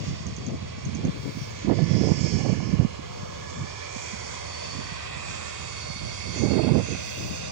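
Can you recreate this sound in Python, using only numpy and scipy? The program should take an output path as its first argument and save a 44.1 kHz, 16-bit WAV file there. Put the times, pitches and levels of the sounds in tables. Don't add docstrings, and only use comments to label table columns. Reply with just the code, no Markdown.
import sys
import numpy as np
from scipy import signal
from scipy.fft import rfft, irfft, next_fast_len
from scipy.io import wavfile
from scipy.ndimage import uniform_filter1d, map_coordinates

SR = 44100
rng = np.random.default_rng(int(sys.argv[2]) if len(sys.argv) > 2 else 0)


def transcribe(signal):
    frames = np.atleast_2d(signal).T
    limited = np.clip(frames, -1, 1)
    pcm = np.round(limited * 32767).astype(np.int16)
    wavfile.write(sys.argv[1], SR, pcm)


N = 331543


def from_db(db):
    return 10 ** (np.asarray(db) / 20)


def rms_one(x):
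    return x / np.sqrt(np.mean(np.abs(x) ** 2) + 1e-20)


def in_time(rows):
    s, *columns = np.transpose(rows)
    t = np.arange(N) / SR
    return [np.interp(t, s, column) for column in columns]


def at_hz(points, hz):
    at, value = np.transpose(points)
    return np.interp(np.log(hz + 1), np.log(at), value)


def delayed(x, s):
    return map_coordinates(x, [np.arange(N) - s * SR], order=3)


def drift(rate_hz):
    size = next_fast_len(N // 8 + 1, True)
    hz = np.fft.rfftfreq(size, 8 / SR)
    smoothing = np.exp(-.5 * (hz / rate_hz) ** 2)
    slow = irfft(rfft(rng.standard_normal(size)) * smoothing, size)
    return np.interp(np.arange(N) / 8, np.arange(size), rms_one(slow))


def noise(spectrum, likeness=None):
    size = next_fast_len(N, True)
    hz = np.fft.rfftfreq(size, 1 / SR)
    colour = from_db(at_hz(spectrum, hz))
    colour *= np.minimum(hz / spectrum[0][0], 1) ** 2 / np.maximum(hz / spectrum[-1][0], 1) ** 4
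    one = rfft(rng.standard_normal(size))
    if likeness is not None:
        alike = np.clip(at_hz(likeness, hz), 0, 1)
        other = rfft(rng.standard_normal(size))
        one = np.array([alike * one + np.sqrt(1 - alike ** 2) * other, one])
    return rms_one(irfft(one * colour, size)[..., :N])


def turning(hz):
    return 2 * np.pi * np.cumsum(hz + np.zeros(N)) / SR


# (f/Hz, likeness from 0 to 1)
LIKENESS = [(200, 0.3), (550, 1), (1100, 0.94), (1500, 0.72), (2600, 0.84), (3800, 0.78), (5000, 0.61),
            (6500, 0.98), (8000, 0.35), (12000, .1)]


def narrow_band(hz, width_hz):
    phase = turning(hz)
    cos, sin = np.cos(phase), np.sin(phase)
    one, other = [rms_one(drift(width_hz / 2) * cos + drift(width_hz / 2) * sin) for side in range(2)]
    alike = np.clip(at_hz(LIKENESS, np.mean(hz)), 0, 1)
    return np.array([alike * one + np.sqrt(1 - alike ** 2) * other, one])


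def coloured(x, spectrum):
    size = next_fast_len(N + 2000, True)
    gain = from_db(at_hz(spectrum, np.fft.rfftfreq(size, 1 / SR)))
    return irfft(rfft(x, size) * gain, size)[:N]


def evened(x):
    return x / np.sqrt(uniform_filter1d(x ** 2, size=1200) + 1e-9)


def bell(s, length):
    return np.exp(-2 * np.minimum(((np.arange(N) / SR - s) / length) ** 2, 20))


def plateau(start, length, edge_s):
    t = np.arange(N) / SR - start
    return (np.tanh(t / edge_s) - np.tanh((t - length) / edge_s)) / 2


# (t/s, exhaust roar level/dB, intake rush level/dB, blade hiss level/dB)
ENGINE_LEVELS = [(0.0, -55, -45, -55), (0.04, -54, -45, -52), (0.54, -55, -50, -57.5),
                 (1.13, -54.5, -46.5, -58), (1.55, -54, -47.5, -55.5), (1.85, -53, -48, -53),
                 (2.34, -52, -46.5, -47), (2.85, -51, -49.5, -57.5), (3.3, -49, -50, -55),
                 (3.55, -49, -48.5, -52.5), (4.1, -47.5, -43.5, -49), (4.71, -48.5, -44, -49),
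                 (5.11, -48, -42.5, -54), (5.32, -46.5, -44, -50.5), (6.01, -50.5, -45.5, -50),
                 (6.41, -50, -44, -49), (6.76, -50.5, -45.5, -52.5), (6.93, -52.5, -43, -46.5),
                 (7.52, -51.5, -44.5, -48.5)]
# (f/Hz, relative level per Hz/dB)
ROAR_COLOUR = [(150, -36), (220, -24.5), (300, -8), (400, -1.5), (500, 0.5), (600, 0.5), (700, -7),
               (830, -4.5), (950, -1), (1080, 3), (1220, -1.5), (1380, -5.5), (1700, -11.5)]
RUSH_COLOUR = [(1000, -38), (1400, -6), (1580, -3), (1760, -4.5), (1950, -3), (2300, -5.5), (2620, -0.5),
               (2820, -2.5), (3050, -7), (3330, -4.5), (3880, -5.5), (4200, -8.5), (4500, -10), (5200, -46)]
HISS_COLOUR = [(3600, -33), (4400, -1.5), (4750, 2), (5300, 2), (5900, 1.5), (6600, 1), (7200, -5),
               (8000, -10), (8900, -19), (9700, -44), (11500, -43), (15500, -44)]
FIZZ_COLOUR = [(6000, -24), (7200, 5), (8100, -3.5), (8900, 2.5), (10000, -9), (11000, -23), (12500, -46)]
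# (t/s, level/dB)
FIZZ_LEVEL = [(0, -80), (1.4, -58.5), (1.9, -82), (2.9, -63.5), (3.6, -67), (4.2, -55), (5.3, -56.5),
              (6.2, -51), (7.52, -56.5)]
# (t/s, f/Hz, level/dB)
DRONE = [(0, 579.4, -45.5), (2.3, 499.4, -44), (4.3, 589.8, -42), (5.7, 600, -44.5), (7.52, 607.5, -40)]
# (t/s, f/Hz, level/dB)
HOWL = [(0, 2270, -63), (1.3, 2228, -51), (3.1, 2283, -61.5), (4.6, 2468, -50), (5.3, 2505, -42),
        (6.0, 2610, -52), (7.52, 2520, -45)]
DRONE_WIDTH_HZ, HOWL_WIDTH_HZ = 260, 300


def jet_noise(roar_trim_db=6.5, rush_trim_db=3.5, hiss_trim_db=8.0, flicker_db=0.95):
    roar_db, rush_db, hiss_db = in_time(ENGINE_LEVELS)
    howl_hz, howl_db = in_time(HOWL)
    drone_hz, drone_db = in_time(DRONE)
    roar = from_db(roar_db + roar_trim_db) * noise(ROAR_COLOUR, LIKENESS)
    rush = from_db(rush_db + rush_trim_db + flicker_db * drift(5.7)) * noise(RUSH_COLOUR, LIKENESS)
    hiss = from_db(hiss_db + hiss_trim_db + flicker_db * drift(9.6)) * noise(HISS_COLOUR, LIKENESS)
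    fizz = from_db(in_time(FIZZ_LEVEL)[0]) * noise(FIZZ_COLOUR, LIKENESS)
    drone = from_db(drone_db) * narrow_band(drone_hz, DRONE_WIDTH_HZ)
    howl = from_db(howl_db) * narrow_band(howl_hz, HOWL_WIDTH_HZ)
    return roar + drone + rush + hiss + fizz + howl


# (t/s, f/Hz)
DOPPLER = [(0, 4536), (1.6, 4530), (3.1, 4514), (4.7, 4483), (6.2, 4459), (7.52, 4438)]
# (t/s, left level/dB, right level/dB)
BLADE_LEVELS = [(0, -62, -64), (.4, -57, -54), (.9, -62, -61), (1.4, -54, -54), (1.6, -56, -60),
                (1.8, -56, -54), (2.1, -59, -54), (2.3, -53, -46.5), (2.85, -60, -65), (3.15, -55, -56),
                (3.55, -59, -68), (4.1, -56, -65), (4.22, -52, -56), (4.4, -52, -53), (4.55, -45, -44),
                (4.73, -45, -41.5), (4.9, -44.5, -47.5), (5.12, -54, -64), (5.3, -48.5, -55),
                (5.6, -48, -54.5), (5.85, -43, -42), (6.22, -54, -46), (6.4, -49, -40), (6.65, -43, -40),
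                (6.76, -55, -50), (7.3, -54, -50), (7.52, -55, -48)]
# (t/s, level/dB)
COMPRESSOR_LEVEL = [(0, -52), (1.1, -63), (1.5, -56), (1.8, -56), (2.1, -43.5), (2.7, -58), (3.3, -67),
                    (4, -55), (4.5, -55), (5.05, -52.5), (5.6, -58), (7.1, -59), (7.52, -46.5)]
# (f/Hz, level once near/dB, line width/Hz)
FAINT_TONES = [(2200, -57, 40), (4211, -62, 10), (7510, -68, 14), (8940, -70, 60)]
COMPRESSOR_RATIO = 1.0862
WHINE_GRAIN_DB = 1.1


def fan_whine(waver_hz=2.6, fading_db=1.2, far_db=-8, near_s=4.5, skirt_db=-8.0, skirt_width_hz=90):
    t, out = np.arange(N) / SR, np.zeros((2, N))
    hz = in_time(DOPPLER)[0] + waver_hz * drift(9.9)
    for ratio, levels in ((1, BLADE_LEVELS), (COMPRESSOR_RATIO, COMPRESSOR_LEVEL)):
        port_fading = fading_db * np.array([drift(15) for port in range(2)])
        fading = port_fading + WHINE_GRAIN_DB * drift(45)
        tone = np.sqrt(2) * np.sin(turning(ratio * hz))
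        skirt = from_db(skirt_db) * narrow_band(ratio * hz, skirt_width_hz)
        out += from_db(np.array(in_time(levels)) + fading) * (tone + skirt)
    distance = np.maximum(1 - t / near_s, 0)
    for tone_hz, level_db, width_hz in FAINT_TONES:
        out += from_db(level_db + far_db * distance) * narrow_band(tone_hz, width_hz)
    return out


# (t/s, length/s, f/Hz, pitch rise/Hz per s, width/Hz, level on the right before reflections/dB)
SWELLS = [(1.42, .13, 5600, 0, 1200, -46), (1.58, 0.13, 6480, 0, 1800, -46.5),
          (1.79, .08, 4750, 0, 600, -44), (2.0, 0.24, 5280, 0, 1100, -38),
          (2.27, 0.22, 5230, 0, 1000, -37.5), (2.217, .12, 6880, -1, 1500, -43.5),
          (2.667, .1, 5300, 0, 1200, -45), (3.572, 0.13, 6870, 0, 1300, -47),
          (4.323, 0.087, 6900, 0, 1400, -44), (6.18, .07, 6870, -0.5, 1400, -48),
          (2.301, 0.8, 2296, 120, 320, -42.5), (2.302, 0.97, 1728, 0, 120, -46.5),
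          (2.305, 1, 2884, 1, 298, -48), (3.72, 0.66, 1745, -0.5, 150, -45.5),
          (1.9, 0.36, 2083, 0, 260, -47.5), (4.25, .45, 2084, 0, 280, -47),
          (5.45, 0.55, 1802, 0, 220, -46.5), (7.053, .3, 2100, 0, 260, -47),
          (3.9, 0.64, 2370, 130, 140, -44), (3.6, 0.63, 3555, 0.5, 260, -53),
          (4.03, 0.21, 6600, 0.5, 1850, -39.5), (5.097, 1, 1900, 130, 266.7, -45.5),
          (5.412, 0.44, 7300, -1, 1700, -45), (5.72, 0.23, 6690, 1, 120, -47),
          (6.0, 0.95, 2178, 0, 155, -43.5), (6.36, 1, 4680, 0, 480, -42.5),
          (6.4, 0.11, 6340, 0, 1200, -37.5), (6.892, .11, 6400, 0.5, 802, -40)]
SWELL_LEFT_DB = -16.5


def swells():
    t, bands = np.arange(N) / SR, np.zeros((2, N))
    for s, length, hz, rise, width_hz, db in SWELLS:
        bands += from_db(db) * bell(s, length) * narrow_band(hz + rise * (t - s), width_hz)
    return bands * from_db([[SWELL_LEFT_DB], [0]])


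def reflected(x, reflections, sway=0.0158, glide=0.01993):
    t = np.arange(N) / SR
    out = x.copy()
    for s, db in reflections:
        out += from_db(db) * delayed(x, s * (1 - glide * t + sway * drift(0.8)))
    return out


def streaks(shape, size_hz, size_s):
    field = rng.standard_normal(shape)
    for again in range(2):
        field = uniform_filter1d(field, size_hz, axis=0, mode="wrap")
        field = uniform_filter1d(field, size_s, axis=1, mode="wrap")
    return rms_one(field)


# (port, start t/s, end t/s, start f/Hz, end f/Hz, width/Hz, depth as level/dB)
HOLLOWS = [("right", 0.96, 3.0, 1880, 1850, 80, -6), ("right", 3.16, 5.9, 2000, 2330, 88, -2.5),
           ("right", 3.8, 6.7, 2650, 3000, 170, -4), ("right", 2.4, 4.5, 3800, 3600, 110, -4),
           ("right", 4.6, 5.5, 3800, 3600, 210, -2.2), ("left", 1.7, 5.5, 1600, 2290, 160, -1.8)]
HOLLOW_EDGE_S = .15
STRAND_DB, STRAND_WIDTH_HZ, STRAND_S, STRAND_FULL_HZ = 1.5, 110, .45, 1800


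def air_path(pair):
    hz, t, spectra = signal.stft(pair, SR, nperseg=2048)
    hz = hz[:, None]
    strands = streaks(spectra.shape[1:], round(STRAND_WIDTH_HZ / hz[1, 0]), round(STRAND_S / t[1]))
    strand_db = STRAND_DB * np.minimum(hz / STRAND_FULL_HZ, 1) * strands
    gain_db = np.array([strand_db, strand_db])
    for port, start, end, from_hz, to_hz, width_hz, depth_db in HOLLOWS:
        centre = np.interp(t, [start, end], [from_hz, to_hz])
        present = (np.tanh((t - start) / HOLLOW_EDGE_S) - np.tanh((t - end) / HOLLOW_EDGE_S)) / 2
        dip = np.exp(-2 * np.minimum(((hz - centre) / width_hz) ** 2, 20))
        gain_db[int(port == "right")] += depth_db * present * dip
    return signal.istft(spectra * from_db(gain_db), SR)[1][:, :N]


# (t/s, peak level on the right before echoes/dB)
TICKS = [(0.2664, -28.5), (0.3645, -29.5), (0.4647, -28), (0.852, -29), (0.9492, -29), (1.0501, -30.5)]
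# (delay t/s, level against the tick/dB)
TICK_ECHOES = [(.0045, -7.5), (.0085, -11), (0.0198, -10), (.043, -13)]


def bird(start_hz=6950, end_hz=5850, tick_s=0.004, scatter_db=-19, scatter_s=0.025, left_db=-20):
    t, dry, tail = np.arange(N) / SR, np.zeros(N), np.zeros(N)
    scatter = narrow_band((start_hz + end_hz) / 2, 1100)
    for s, peak_db in TICKS:
        age = np.maximum(t - s + tick_s / 8, 0)
        u = np.minimum(age / tick_s, 1)
        whistle = np.sin(turning(start_hz + (end_hz - start_hz) * u))
        dry += from_db(peak_db) * np.sin(np.pi * u) * whistle
        tail += from_db(peak_db + scatter_db) * u * np.exp(-np.minimum(age / scatter_s, 20))
    echoes = sum(from_db(db) * delayed(dry, s) for s, db in TICK_ECHOES)
    heard = dry + tail * scatter + echoes
    return heard * from_db([[left_db], [0]])


# (t/s, left rumble level/dB, right rumble level/dB)
BREEZE = [(0, -39, -46), (.35, -37.5, -36.5), (.7, -37.5, -38.5), (1.2, -35, -44), (1.5, -38, -45),
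          (2.7, -50, -34), (3.15, -38.5, -41.5), (3.9, -52.5, -45), (4.6, -46, -39.5), (5.5, -47, -43.5),
          (6.6, -43, -35.5), (7.52, -35, -45.5)]
BREEZE_FLUTTER_DB, BREEZE_WANDER_DB, BREEZE_WANDER_HZ = -16, 2.5, 7.8
# (port, start t/s, length/s, rumble level/dB, flutter level/dB)
GUSTS = [("left", 0.0, 0.042, -29.5, -33.5), ("left", 0.092, 0.047, -31, -40),
         ("left", .39, .05, -32, -38.5), ("right", 0.075, 0.064, -28.5, -53),
         ("right", 0.264, 0.03, -28.5, -39), ("left", 0.47, 0.081, -31.5, -30.5),
         ("left", .855, .025, -32, -36.5), ("right", 0.612, 0.036, -35, -45),
         ("right", 0.844, .16, -28, -43.5), ("right", 0.99, 0.018, -25.5, -33.5),
         ("right", 1.04, 0.047, -24, -28.5), ("left", 1.045, 0.051, -26.5, -32),
         ("left", 1.145, .045, -33, -36), ("left", 1.25, 0.045, -28, -28), ("right", 1.35, 0.043, -32, -43),
         ("right", 1.67, 1.18, -24, -33.5), ("right", 1.685, 0.042, -18.5, -17),
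         ("right", 1.76, 0.077, -19.5, -27), ("right", 1.915, .09, -19.5, -26),
         ("right", 2.005, 0.117, -18, -22), ("right", 2.19, 0.09, -22, -28),
         ("right", 2.325, 0.088, -20.5, -28), ("right", 2.455, 0.083, -21, -24),
         ("right", 2.58, 0.12, -22.5, -33.5), ("right", 2.725, .025, -19, -30),
         ("right", 2.797, 0.048, -17.5, -26), ("left", 3.56, .07, -30.5, -54),
         ("right", 3.6, 0.042, -30, -42.5), ("right", 4.74, .07, -32.5, -40),
         ("right", 6.02, 0.043, -31, -45), ("right", 6.26, 0.038, -29, -37.5),
         ("right", 6.36, .05, -29, -31), ("right", 6.395, 0.03, -21, -31),
         ("right", 6.425, 0.056, -20, -21), ("right", 6.5, 0.11, -21, -20),
         ("right", 6.63, 0.097, -19.5, -21.5), ("right", 6.745, 0.047, -17.5, -19),
         ("right", 6.81, 0.035, -26, -42), ("right", 6.895, 0.051, -26.5, -29),
         ("left", 7.18, 0.16, -31.5, -36), ("right", 7.21, .08, -34.5, -45)]
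GUST_ATTACK_S, GUST_RELEASE_S = 0.017, 0.014


def airflow(port):
    t = np.arange(N) / SR
    breeze_db = in_time(BREEZE)[port == "right"] + BREEZE_WANDER_DB * drift(BREEZE_WANDER_HZ)
    strength = from_db([breeze_db, breeze_db + BREEZE_FLUTTER_DB])
    for side, start, length, *levels_db in GUSTS:
        if side == port:
            away = np.maximum((start - t) / GUST_ATTACK_S, (t - start - length) / GUST_RELEASE_S)
            gust = np.outer(from_db(levels_db), np.exp(-np.clip(away, 0, 20)))
            strength = np.maximum(strength, gust)
    return 20 * np.log10(strength)


# (f/Hz, relative level per Hz/dB)
SLOW_EDDIES = [(20, -2), (35, -14), (55, -5.5), (80, 5.5), (110, 3), (170, -32.5)]
RUMBLE_COLOUR = [(20, -26), (35, -30), (50, -23.5), (70, -9), (100, -0.5), (140, 1.5), (190, -4),
                 (250, -11), (400, -24.5)]
FLUTTER_COLOUR = [(130, -9.5), (190, 0.5), (235, -1), (320, -1.5), (450, -7), (620, -14.5), (850, -23),
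                  (1200, -36), (2000, -40), (5000, -62)]


def wind(port, lumpy_db, rumble_trim_db, flutter_trim_db, slow_db=-27.5, slow_growth=0.28, puffy_db=0.78):
    rumble_db, flutter_db = airflow(port)
    slow = from_db(slow_db + slow_growth * rumble_db) * evened(noise(SLOW_EDDIES))
    rumble = from_db(rumble_db + rumble_trim_db) * evened(noise(RUMBLE_COLOUR))
    lumpy = noise(FLUTTER_COLOUR) * from_db(lumpy_db * drift(60))
    flutter = from_db(flutter_db + flutter_trim_db) * evened(lumpy)
    puffs = rms_one(from_db(puffy_db * drift(19.6)))
    return slow + (rumble + flutter) * puffs


# (t/s, port, envelope level/dB, f/Hz, length in swings)
THUMPS = [(.012, "left", -17.5, 146, .8), (.085, "right", -19, 150, .9), (.11, "right", -22, 210, .8),
          (.21, "left", -24, 170, 1), (.273, "left", -25.5, 142, 1.1), (.327, "left", -24, 150, 1.2),
          (.384, "right", -25, 180, 1), (.485, "left", -19.5, 231, 1.2), (.545, "right", -23, 260, 1),
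          (.628, "right", -21, 203, .8), (.785, "left", -25, 240, 1), (.87, "left", -20, 153, 1.4),
          (.896, "right", -17, 200, 1), (.955, "right", -18, 210, 1), (1.053, "right", -10.5, 180, 1.1),
          (1.095, "left", -16.5, 150, 1.1), (1.2, "left", -24, 118, 1), (1.294, "left", -20, 175, 1.6),
          (1.374, "right", -20, 230, .9), (1.422, "left", -22, 124, 1.3), (1.649, "right", -14, 227, .7),
          (1.696, "right", -10, 227, 1.7), (1.725, "right", -11, 280, .6), (1.833, "right", -9.5, 148, 2.2),
          (1.915, "right", -12, 170, 1.1), (1.952, "right", -10, 187, 1.3), (2.016, "right", -11, 220, 1.4),
          (2.119, "right", -4.5, 160, .6), (2.245, "right", -11.5, 164, 1), (2.355, "right", -12, 145, 3),
          (2.465, "right", -15, 380, .5), (2.497, "right", -11, 190, 1), (2.53, "right", -12.5, 170, 1),
          (2.743, "right", -11.5, 150, 1.8), (2.799, "right", -7.5, 125, .8),
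          (2.852, "right", -8.5, 150, 1.2), (2.995, "right", -26, 233, 1.2),
          (3.233, "left", -21.5, 154, .9), (3.294, "left", -29, 146, 1), (3.618, "right", -21, 147, 1),
          (3.966, "right", -23, 200, .9), (4.139, "right", -25, 216, 1.6), (4.792, "right", -20, 164, .55),
          (4.923, "right", -26, 150, .8), (5.17, "right", -27, 150, .9), (5.307, "left", -29.5, 190, .9),
          (5.903, "right", -24, 148, 1), (5.964, "left", -28, 178, .8), (6.3, "right", -22, 120, 1.5),
          (6.438, "right", -14, 280, 1.1), (6.566, "right", -12.5, 250, .9), (6.68, "right", -14, 240, 1.2),
          (6.72, "right", -11, 160, 1.4), (6.757, "right", -11, 260, .6), (6.783, "right", -11, 200, 1.3),
          (7.314, "left", -23, 200, 1.7), (7.432, "left", -27, 156, 1.8)]


def thumps(port, wobble=0.075):
    t, out = np.arange(N) / SR, np.zeros(N)
    uneven = wobble * drift(70)
    for s, side, peak_db, hz, swings in THUMPS:
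        if side == port:
            near = np.abs(t - s) < .08
            turns = (t[near] - s) * hz
            shake = np.sin(2 * np.pi * (turns + uneven[near]))
            out[near] += from_db(peak_db) * shake / np.cosh(np.clip(2 * turns / swings, -20, 20))
    return out


# (t/s, length/s, level/dB)
SPITS = [(1.698, .007, -19.5), (1.724, .016, -29), (1.79, 0.0065, -27), (2.094, 0.02, -29.5),
         (2.12, .005, -24.5), (2.405, 0.022, -33), (2.459, 0.017, -29), (2.605, .005, -30),
         (2.847, .006, -29), (6.475, .008, -29), (6.593, 0.015, -22.5), (6.637, 0.0068, -27.5),
         (6.688, 0.016, -27), (6.757, 0.0055, -21), (6.797, 0.025, -26), (6.952, 0.007, -30)]
# (f/Hz, relative level per Hz/dB)
SPIT_COLOUR = [(350, -1.5), (600, 4), (900, -4), (1250, -16.5), (1800, -30.5)]


def spits():
    return sum(from_db(db) * bell(s, length) for s, length, db in SPITS) * noise(SPIT_COLOUR)


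# (start t/s, length/s, level before soft edges/dB)
SIZZLE = [(0, .1, -64), (1.17, 0.36, -60), (3.05, 0.42, -71), (7.03, 0.34, -53)]
# (f/Hz, relative level per Hz/dB)
SIZZLE_COLOUR = [(7000, -36), (9500, -8), (12000, -13.5), (13800, -20.5), (14500, -4), (15300, -1.5),
                 (16000, -9)]
SIZZLE_REST_DB = -81


def sizzle(edge_s=0.078):
    swelling = sum(from_db(db) * plateau(s, length, edge_s) for s, length, db in SIZZLE)
    return (from_db(SIZZLE_REST_DB) + swelling) * noise(SIZZLE_COLOUR)


# (delay at the start t/s, level against the direct sound/dB)
REFLECTIONS_LEFT = [(.0031, -36), (.0073, -14.5), (.0187, -16.5)]
REFLECTIONS_RIGHT = [(.0024, -31), (.0058, -19), (0.0149, -19)]
# (f/Hz, level against the right/dB)
LEFT_PORT = [(250, -6.5), (500, -3.5), (1000, -5.5), (1480, -9), (1750, -6), (2000, -3.5), (2400, -6.5),
             (2900, -2.5), (3450, -3.5), (4400, -5.5), (5000, -7), (6500, -8), (7300, -7.5), (10000, -12)]
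# (t/s, lag/s)
RIGHT_LAG = [(0, .000905), (2.2, .000925), (3.7, .000925), (4.7, .00089), (5.5, .000865), (6.5, .000855),
             (7.52, .00083)]


def scene():
    jet, whine, swelling = jet_noise(), fan_whine(), swells()
    jet_left = reflected(jet[0], REFLECTIONS_LEFT)
    jet_right = reflected(jet[1] + swelling[1], REFLECTIONS_RIGHT)
    jet = air_path(np.array([jet_left, jet_right]))
    left = coloured(jet[0] + whine[0], LEFT_PORT) + swelling[0]
    right = delayed(jet[1] + whine[1], in_time(RIGHT_LAG)[0])
    left = left + wind("left", lumpy_db=3.8, rumble_trim_db=-2.0, flutter_trim_db=-1.5, slow_db=-33.0)
    left = left + thumps("left")
    right = right + wind("right", lumpy_db=3.5, rumble_trim_db=-2.0, flutter_trim_db=0.0)
    right = right + thumps("right") + spits() + sizzle()
    return np.array([left, right]) + bird()


LOW_CUT_HZ, CUTOFF_HZ = 48.5, 15700


def record(dry):
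    low_cut = signal.butter(3, LOW_CUT_HZ, "high", fs=SR, output="sos")
    high_cut = signal.ellip(10, .1, 80, CUTOFF_HZ, fs=SR, output="sos")
    lean = signal.sosfilt(low_cut, dry)
    return signal.sosfilt(high_cut, lean)


dry = scene()
out = record(dry)
transcribe(out)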